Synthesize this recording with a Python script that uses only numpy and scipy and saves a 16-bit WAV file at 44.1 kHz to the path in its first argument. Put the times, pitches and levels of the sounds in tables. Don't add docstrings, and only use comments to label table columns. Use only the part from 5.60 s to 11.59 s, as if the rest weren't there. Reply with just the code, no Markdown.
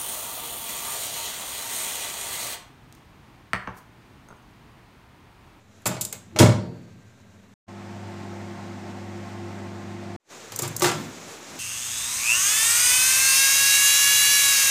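import sys
import numpy as np
from scipy import signal
from scipy.fft import rfft, irfft, next_fast_len
from scipy.io import wavfile

SR = 44100
rng = np.random.default_rng(int(sys.argv[2]) if len(sys.argv) > 2 else 0)


def level_to_linear(level):
    exponent = np.asarray(level, float) / 20
    return 10 ** exponent


def wav_out(sig):
    wavfile.write(sys.argv[1], SR, np.round(np.clip(np.atleast_2d(sig).T, -1, 1) * 32767).astype(np.int16))


N = 264159


def in_time(rows):
    s, *columns = np.transpose(rows)
    return [np.interp(np.arange(N) / SR, s, c) for c in columns]


def at_hz(points, hz):
    table_hz, values = np.transpose(points)
    return np.interp(np.log(np.maximum(hz, 1)), np.log(table_hz), values)


def rms_one(x):
    return x / np.sqrt(np.mean(x ** 2) + 1e-20)


def drift(rate):
    r = np.exp(-80 * np.pi * rate / SR)
    white = rng.standard_normal(N // 40 + 2002)
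    slow = signal.lfilter([1], [1, -2 * r, r * r], white)[2000:]
    return np.interp(np.arange(N) / 40, np.arange(len(slow)), rms_one(slow))


def noise(spectrum, peaks=()):
    size = next_fast_len(N)
    hz = np.arange(size // 2 + 1) * SR / size
    level_db = at_hz(spectrum, hz)
    for top_hz, width, db in peaks:
        level_db = level_db + db / (1 + ((hz - top_hz) / width) ** 2)
    return rms_one(irfft(rfft(rng.standard_normal(size)) * level_to_linear(level_db), size)[:N])


def causal(level_db):
    cepstrum = irfft(level_db * np.log(10) / 20)
    half = len(cepstrum) // 2
    folded = np.r_[cepstrum[0], 2 * cepstrum[1:half], cepstrum[half], np.zeros(half - 1)]
    pulse = irfft(np.exp(rfft(folded)))[:half]
    return pulse / np.sqrt(np.sum(pulse ** 2))


def ring(force, hz, t60):
    r, w = level_to_linear(-60 / (t60 * SR)), 2 * np.pi * hz / SR
    return signal.lfilter([0, np.sin(w)], [1, -2 * r * np.cos(w), r * r], force + 1e-18)


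def rattle(t60, uneven_db, rise, size=8820):
    t = np.arange(size) / SR
    lumps_db = uneven_db * np.repeat(rng.standard_normal(size // 42), 42)
    grains = rng.standard_normal(size) * level_to_linear(lumps_db)
    return grains * level_to_linear(-60 * t / t60) * np.minimum(t / rise, 1)


def add(out, s, x):
    i = round(s * SR)
    out[i:i + len(x)] += x[:N - i]


# rumble, air, rustle and hiss in dB.
REST = [
    (-58, -60, -68.5, -78),
    (-55.5, -47, -49, -59.5),
]
# time in seconds, dB over rest.
STIR = [(0, -1.5), (.22, 4.2), (.4, 11), (.6, 2), (.72, 11), (1.2, 6), (1.6, 3.5), (1.95, 5.5), (4.7, -3.7),
        (4.9, 3), (5.1, 13.5), (5.18, 9), (5.4, 16.5), (5.63, 4.5), (5.82, 4), (5.89, 3), (5.99, 8)]
# time in seconds, hiss in dB over rest, half length in seconds.
BRUSHES = [
    (.22, 9, .1),
    (5.575, 1.5, .06),
    (5.728, 10, .07),
    (5.94, 9, 0.067),
]
# frequency in Hz, density in dB per Hz.
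RUMBLE = [(30, -32.5), (60, -13.5), (85, -2), (106, 3), (135, -13.5), (200, 0.5), (300, -12), (400, -62)]
RUMBLE_OPEN = [(30, -42), (70, -6.5), (125, -7.5), (160, 0.5), (270, 0), (370, -9.5), (450, -35.5)]
AIR = [(200, -28.5), (350, 3.5), (800, -2), (1500, -5), (2500, -7.5), (3100, -13), (4000, -11),
       (4800, -24.5), (5800, -27.5)]
RUSTLE = [(3500, -8), (5000, -7), (5800, -4), (6900, -2.5), (8600, -10.5), (9300, -32.5)]
HISS = [(8000, -26.5), (9200, -4), (11000, -1.5), (13000, -14.5), (15000, -12.5), (16000, -1.5)]


def still_kitchen():
    t = np.arange(N) / SR
    rumble_db, air_db, rustle_db, hiss_db = np.array(REST).T[:, (t > 2) * 1]
    stir_db, = in_time(STIR)
    brush_db = sum(db * np.exp(-((t - s) / half) ** 2) for s, db, half in BRUSHES)
    air_db = air_db + 0.25 * stir_db + 0.14 * brush_db
    rustle_db = rustle_db + 0.1 * stir_db + 0.42 * brush_db
    rumble = level_to_linear(rumble_db + stir_db + 1.2 * drift(6)) * np.where(t < 2, noise(RUMBLE), noise(RUMBLE_OPEN))
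    air = level_to_linear(air_db + 0.6 * drift(21)) * noise(AIR)
    rustle = level_to_linear(rustle_db + 1.4 * drift(12)) * noise(RUSTLE)
    hiss = level_to_linear(hiss_db + brush_db + 0.6 * drift(12)) * noise(HISS)
    return (rumble + air + rustle + hiss) * ((t < 2) | (t > 4.58))


def thumps(pushes, notes):
    out, t = np.zeros(N), np.arange(SR) / SR
    rise_cycles = 1.97
    for hz, note_db, t60 in notes:
        swell = 1 - np.exp(-t * hz / rise_cycles)
        fade = np.cos(np.pi / 2 * t) ** 2
        note = level_to_linear(note_db - 60 * t / t60) * swell * np.sin(2 * np.pi * hz * t) * fade
        for s, push_db, pitch_hz, fall_db in pushes:
            octaves_away = abs(np.log2(hz / pitch_hz))
            add(out, s, level_to_linear(push_db - fall_db * octaves_away) * note)
    return out * level_to_linear(1.5 * drift(9))


# frequency in Hz, density in dB per Hz.
CRACK = [(120, -11), (200, -9), (353, 2), (519, -5), (1530, -11.5), (1810, -14), (7270, -22.5),
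         (9580, -30.5), (14600, -42), (16000, -43)]


def blows(table, modes):
    cracks, rings, hz = np.zeros(N), np.zeros(N), np.linspace(0, SR / 2, 513)
    for s, crack_db, t60, tilt_db, door_db in table:
        shake = rattle(t60, uneven_db=3.0, rise=.002)
        colour = causal(at_hz(CRACK, hz) + tilt_db * np.log2((hz + 100) / 2000))
        add(cracks, s, level_to_linear(crack_db - 2.0) * np.convolve(shake, colour))
        push = np.r_[np.hanning(24) / 12, np.zeros(SR // 2)]
        add(push, 0, level_to_linear(-24.5) * shake)
        strengths = level_to_linear(door_db - 4 + 2.5 * rng.standard_normal(len(modes)))
        strengths = strengths * rng.choice([-1, 1], len(modes))
        panel = sum(strength * level_to_linear(db) * ring(push, mode_hz, mode_t60)
                    for strength, (mode_hz, db, mode_t60) in zip(strengths, modes))
        add(rings, s, panel)
    return np.array([cracks, rings])


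def bounces(chatter, t60, tilt_db, count=4):
    return [(s + k * gap, crack_db - k * loss_db, t60, tilt_db, door_db - k * loss_db)
            for s, crack_db, door_db, gap, loss_db in chatter for k in range(count)]


# start in seconds, level in dB, favoured pitch in Hz, fall in dB per octave away.
PUSH_SHUT = [
    (.03, -24.5, 76.6, 40.5),
    (.262, -18.5, 121.3, 59),
    (.264, -12, 191, 26),
    (.335, -25.5, 161, 19),
    (.45, -34.5, 120, 29),
    (.724, -30, 300, 4.5),
    (.745, -22, 199.7, 3.5),
    (.797, 1, 180, -1.8),
    (.97, -18, 166.5, 22),
    (1.438, -37, 104, 25),
]
# frequency in Hz, level in dB, t60 in seconds.
BOX_SHUT = [(80, -26, 0.53), (106.1, -6.5, 0.38), (117, -12.5, .4), (124.2, -8.5, .5), (147, -27, 0.97),
            (172, -16, 0.69), (191, -15.5, .4), (215.7, -26.5, 0.98), (247, -12.5, 0.34), (334, -9, 0.15)]
# start in seconds, crack peak in dB, rattle t60 in seconds,
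# brightness in dB per octave, door ring in dB.
SHUT = [
    (.2575, -16.5, 0.075, 2, -20),
    (.53, -37.5, 0.12, 3.5, -40),
    (.7605, -26.5, 0.097, 0.5, -24.5),
    (.7875, -12.5, 0.18, 6, -41),
    (.7985, -13, 0.058, 4.5, -10),
    (.805, -15.5, .04, -7.5, -9.5),
    (.812, -12.5, 0.21, -2.5, -17.5),
]
# first bounce in seconds, crack in dB, door ring in dB, gap in seconds, loss in dB per bounce.
CHATTER_SHUT = [
    (.283, -29, -28.5, .0275, 1.5),
    (.826, -18.5, -12.5, .031, 4.5),
]
# frequency in Hz, level in dB, t60 in seconds.
DOOR_SHUT = [(348, -13, .08), (434, -3.5, 0.047), (540, -10, 0.11), (610.2, -6, 0.19), (666, -15.5, 0.088),
             (785, -16.5, 0.15), (846, -12.5, .15), (913, -12.5, 0.1), (961, -15, 0.14),
             (1056, -15.5, 0.26), (1265, -15, 0.078), (1787, -15, .04), (2230, -7, 0.054),
             (4175, -19.5, 0.1)]


def door_shuts():
    chatter = bounces(CHATTER_SHUT, t60=0.11, tilt_db=0.33)
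    cracks, rings = blows(SHUT + chatter, DOOR_SHUT)
    return np.array([cracks, rings, thumps(PUSH_SHUT, BOX_SHUT)])


# start in seconds, peak in dB, lowest frequency in Hz, t60 in seconds.
TICKS = [(0.2184, -50, 5000, 0.034), (0.2559, -18, 3330, 0.045), (0.2648, -10.5, 5900, 0.035),
         (0.273, -11.5, 6100, 0.035), (0.4098, -13, 2920, 0.068), (0.449, -15.5, 3060, 0.038),
         (0.5259, -15.5, 1400, 0.03), (4.9199, -24.5, 1510, 0.019), (4.9603, -12.5, 5560, 0.0173),
         (4.9893, -11, 3700, 0.035), (5.02, -16, 4600, 0.065), (5.077, -19.5, 5200, 0.031),
         (5.1642, -10.5, 5060, 0.022), (5.1958, -17, 4940, 0.031), (5.3139, -32, 4500, 0.018),
         (5.903, -46, 3000, 0.029), (5.95, -43, 11000, .015)]
# frequency in Hz, width in Hz, level in dB.
TICK_RINGS = [(7230, 290, 6.5), (11000, 1500, -14.5), (13400, 1600, -18.5)]


def ticks():
    out, hz = np.zeros(N), np.linspace(0, SR / 2, 513)
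    peaks = sum(level_to_linear(db) / np.sqrt(1 + ((hz - top_hz) / width) ** 2) for top_hz, width, db in TICK_RINGS)
    for s, peak_db, low_hz, t60 in TICKS:
        bass_loss_db = 10 * np.log10(1 + (low_hz / (hz + 50)) ** 8)
        colour = causal(20 * np.log10(0.35 + peaks) - bass_loss_db)
        burst = rattle(t60, uneven_db=1.7, rise=.001, size=2646)
        add(out, s, level_to_linear(peak_db - 6) * np.convolve(burst, colour))
    return out


# frequency in Hz, t60 in seconds.
KITCHEN_T60 = [(60, 1), (250, 1), (500, 0.81), (1000, 0.47), (4000, 0.4), (10000, 0.31), (16000, 0.11)]
# frequency in Hz, level in dB.
ECHO_COLOUR = [(60, -1.5), (150, 1), (400, -7), (1000, 2.5), (5000, 1), (7000, 2), (8700, 1), (9500, -4),
               (16000, 5)]


def kitchen(x):
    t, edges, echo = np.arange(SR) / SR, 45 * 2 ** np.arange(0, 9, .5), 0
    for low, high in zip(edges, edges[1:]):
        half_octave = signal.butter(2, [low, high], "band", fs=SR, output="sos")
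        band = signal.sosfilt(half_octave, rng.standard_normal(SR))
        echo = echo + band * level_to_linear(-60 * t / at_hz(KITCHEN_T60, np.sqrt(low * high)))
    onset = np.clip((t - .003) / 0.0013, 0, 1)
    echo = np.convolve(echo * onset, causal(at_hz(ECHO_COLOUR, np.linspace(0, SR / 2, 1025))))
    return signal.fftconvolve(x, echo / np.sqrt(np.sum(echo ** 2)))[:N]


# frequency in Hz, level in dB, t60 in seconds.
SPRINGS = [(1480, -64, 1.2), (1577, -61, 5.0), (4264, -62, 1.1), (4538, -63, 1.3), (4678, -62, 1.3)]


def springs():
    force, start_s = np.zeros(N), 0.99
    force[round(start_s * SR)] = 1
    return sum(level_to_linear(db + 1.07 * drift(5.8)) * ring(force, hz, t60) for hz, db, t60 in SPRINGS)


TONE_HZ = [99.9, 199.8, 173.3, 216, 243.2, 260, 346.4, 388.8, 563, 692.9, 879, 1097, 1198.5]
# level in dB under the oven's, waver in dB.
TONES = [(-4, 1.5), (-5.5, 1), (-14.5, -0.5), (-20.5, 3.5), (-13.5, 2), (-20.5, 5), (-8.5, 2.5), (-20, 3.5),
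         (-22, -1), (-17, -4), (-24, 3), (-25.5, 0.5), (-26, 1)]
# frequency in Hz, density in dB per Hz.
FAN = [(25, -2), (60, -4), (80, -30), (130, 2.5), (280, -1), (470, -4), (560, -2), (920, -0.5), (980, -9.5),
       (1090, -9), (1200, -6), (2600, -13.5), (3200, -16.5), (7090, -20.5), (8600, -25.5), (9600, -34.5),
       (15500, -38.5)]
# frequency in Hz, width in Hz, lift in dB.
DUCT = [(312, 12, 5), (620, 22, 1), (746, 20, 5), (880, 11, -0.5), (1055, 12, 5), (1064, 13, 7.5),
        (1180, 7.5, 0), (1294, 5.6, 8), (1230, 30, -9.5), (2020, 330, 3)]


def oven():
    t = np.arange(N) / SR
    tones = 0
    for hz, (db, waver_db) in zip(TONE_HZ, TONES):
        phase = rng.uniform(0, 2 * np.pi) + 0.35 * waver_db * drift(1.02)
        tones = tones + level_to_linear(db + 4.0 + waver_db * drift(6.1)) * np.sin(2 * np.pi * hz * t + phase)
    air = level_to_linear(-4.5 + 0.5 * drift(15)) * noise(FAN, DUCT)
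    run_db, short_db, settle_s = -38, 5, 0.23
    since_start = np.abs(t - TAKES[1][0])
    level = level_to_linear(run_db - short_db * np.exp(-since_start / settle_s))
    return level * (tones + air) * ((t > 2) & (t < 4.58))


# start in seconds, crack peak in dB, rattle t60 in seconds,
# brightness in dB per octave, door ring in dB.
OPEN = [
    (4.92, -35, 0.15, 3.5, -57),
    (4.991, -30.5, 0.12, 1.5, -41.5),
    (5.03, -30.5, 0.2, 3.5, -35),
    (5.048, -30, 0.084, 5, -48),
    (5.206, -27, 0.074, 2.5, -32),
    (5.2195, -17.5, 0.17, 7.5, -21),
]
# first bounce in seconds, crack in dB, door ring in dB, gap in seconds, loss in dB per bounce.
CHATTER_OPEN = [
    (5.242, -16, -20, .023, 4.5),
]
# frequency in Hz, level in dB, t60 in seconds.
DOOR_FREE = [(478, -15, 0.25), (584, -7, 0.17), (700, -10.5, 0.078), (787, -11, .12), (936, 0, 0.048),
             (1174, -3.5, 0.1), (1350, -11, 0.2), (1640, -11, 0.075), (2010, -5.5, 0.037)]
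# start in seconds, level in dB, favoured pitch in Hz, fall in dB per octave away.
PUSH_FREE = [
    (4.9, -35, 108, 73),
    (4.99, -33, 145, 17),
    (5.02, -30, 125, 4.1),
    (5.22, -19.5, 394, 4.6),
    (5.29, -22, 164, 67),
]
# frequency in Hz, level in dB, t60 in seconds.
BOX_FREE = [(108, -5.5, 0.81), (123.4, -9, 0.56), (131.8, 3.5, 0.28), (152.2, -2.5, 0.81),
            (164, -10.5, 1.2), (242, -21, 0.19), (356, 5.5, 0.34), (817, -2.5, 0.34), (1156, 5, 0.13)]


def door_opens():
    chatter = bounces(CHATTER_OPEN, t60=.15, tilt_db=2.87)
    cracks, rings = blows(OPEN + chatter, DOOR_FREE)
    return np.array([cracks, rings, thumps(PUSH_FREE, BOX_FREE)])


# start and end in seconds, fade-in in seconds, fade start in dB, cut in seconds.
TAKES = [
    (-1, 1.938, .1, 0, .003),
    (2.068, 4.5635, .015, -30, .0002),
    (4.6, 7, .11, -32, .001),
]


def scene_changes():
    t, gain = np.arange(N) / SR, 0
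    for start, end, fade, from_db, cut in TAKES:
        rise = np.clip((t - start) / fade, 0, 1) ** 2.3
        fall = np.clip(1 - (t - end) / cut, 0, 1)
        gain = gain + level_to_linear(from_db * (1 - rise)) * (t > start) * fall
    return gain


def scene():
    room_tone = still_kitchen()
    cracks, rings, low = door_shuts() + door_opens()
    near = ticks()
    echo = kitchen(level_to_linear(-9.5) * near + level_to_linear(-7) * cracks + level_to_linear(-14.5) * rings + level_to_linear(-18.5) * low)
    return (near + cracks + rings + low + springs() + echo + oven() + room_tone)[None]


def low_pass(x):
    return signal.sosfilt(signal.butter(12, 16650, fs=SR, output="sos"), x)


def record(dry):
    ceiling, top_hz, offset_db = 1.1, 15620, -66
    x = signal.sosfilt(signal.butter(4, 65, "high", fs=SR, output="sos"), dry)
    x = ceiling * np.tanh(x / ceiling)
    x = signal.sosfilt(signal.cheby2(16, 30, top_hz, fs=SR, output="sos"), x)
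    x = (x - level_to_linear(offset_db)) * scene_changes()
    return low_pass(x)


dry = scene()
out = record(dry)
wav_out(out)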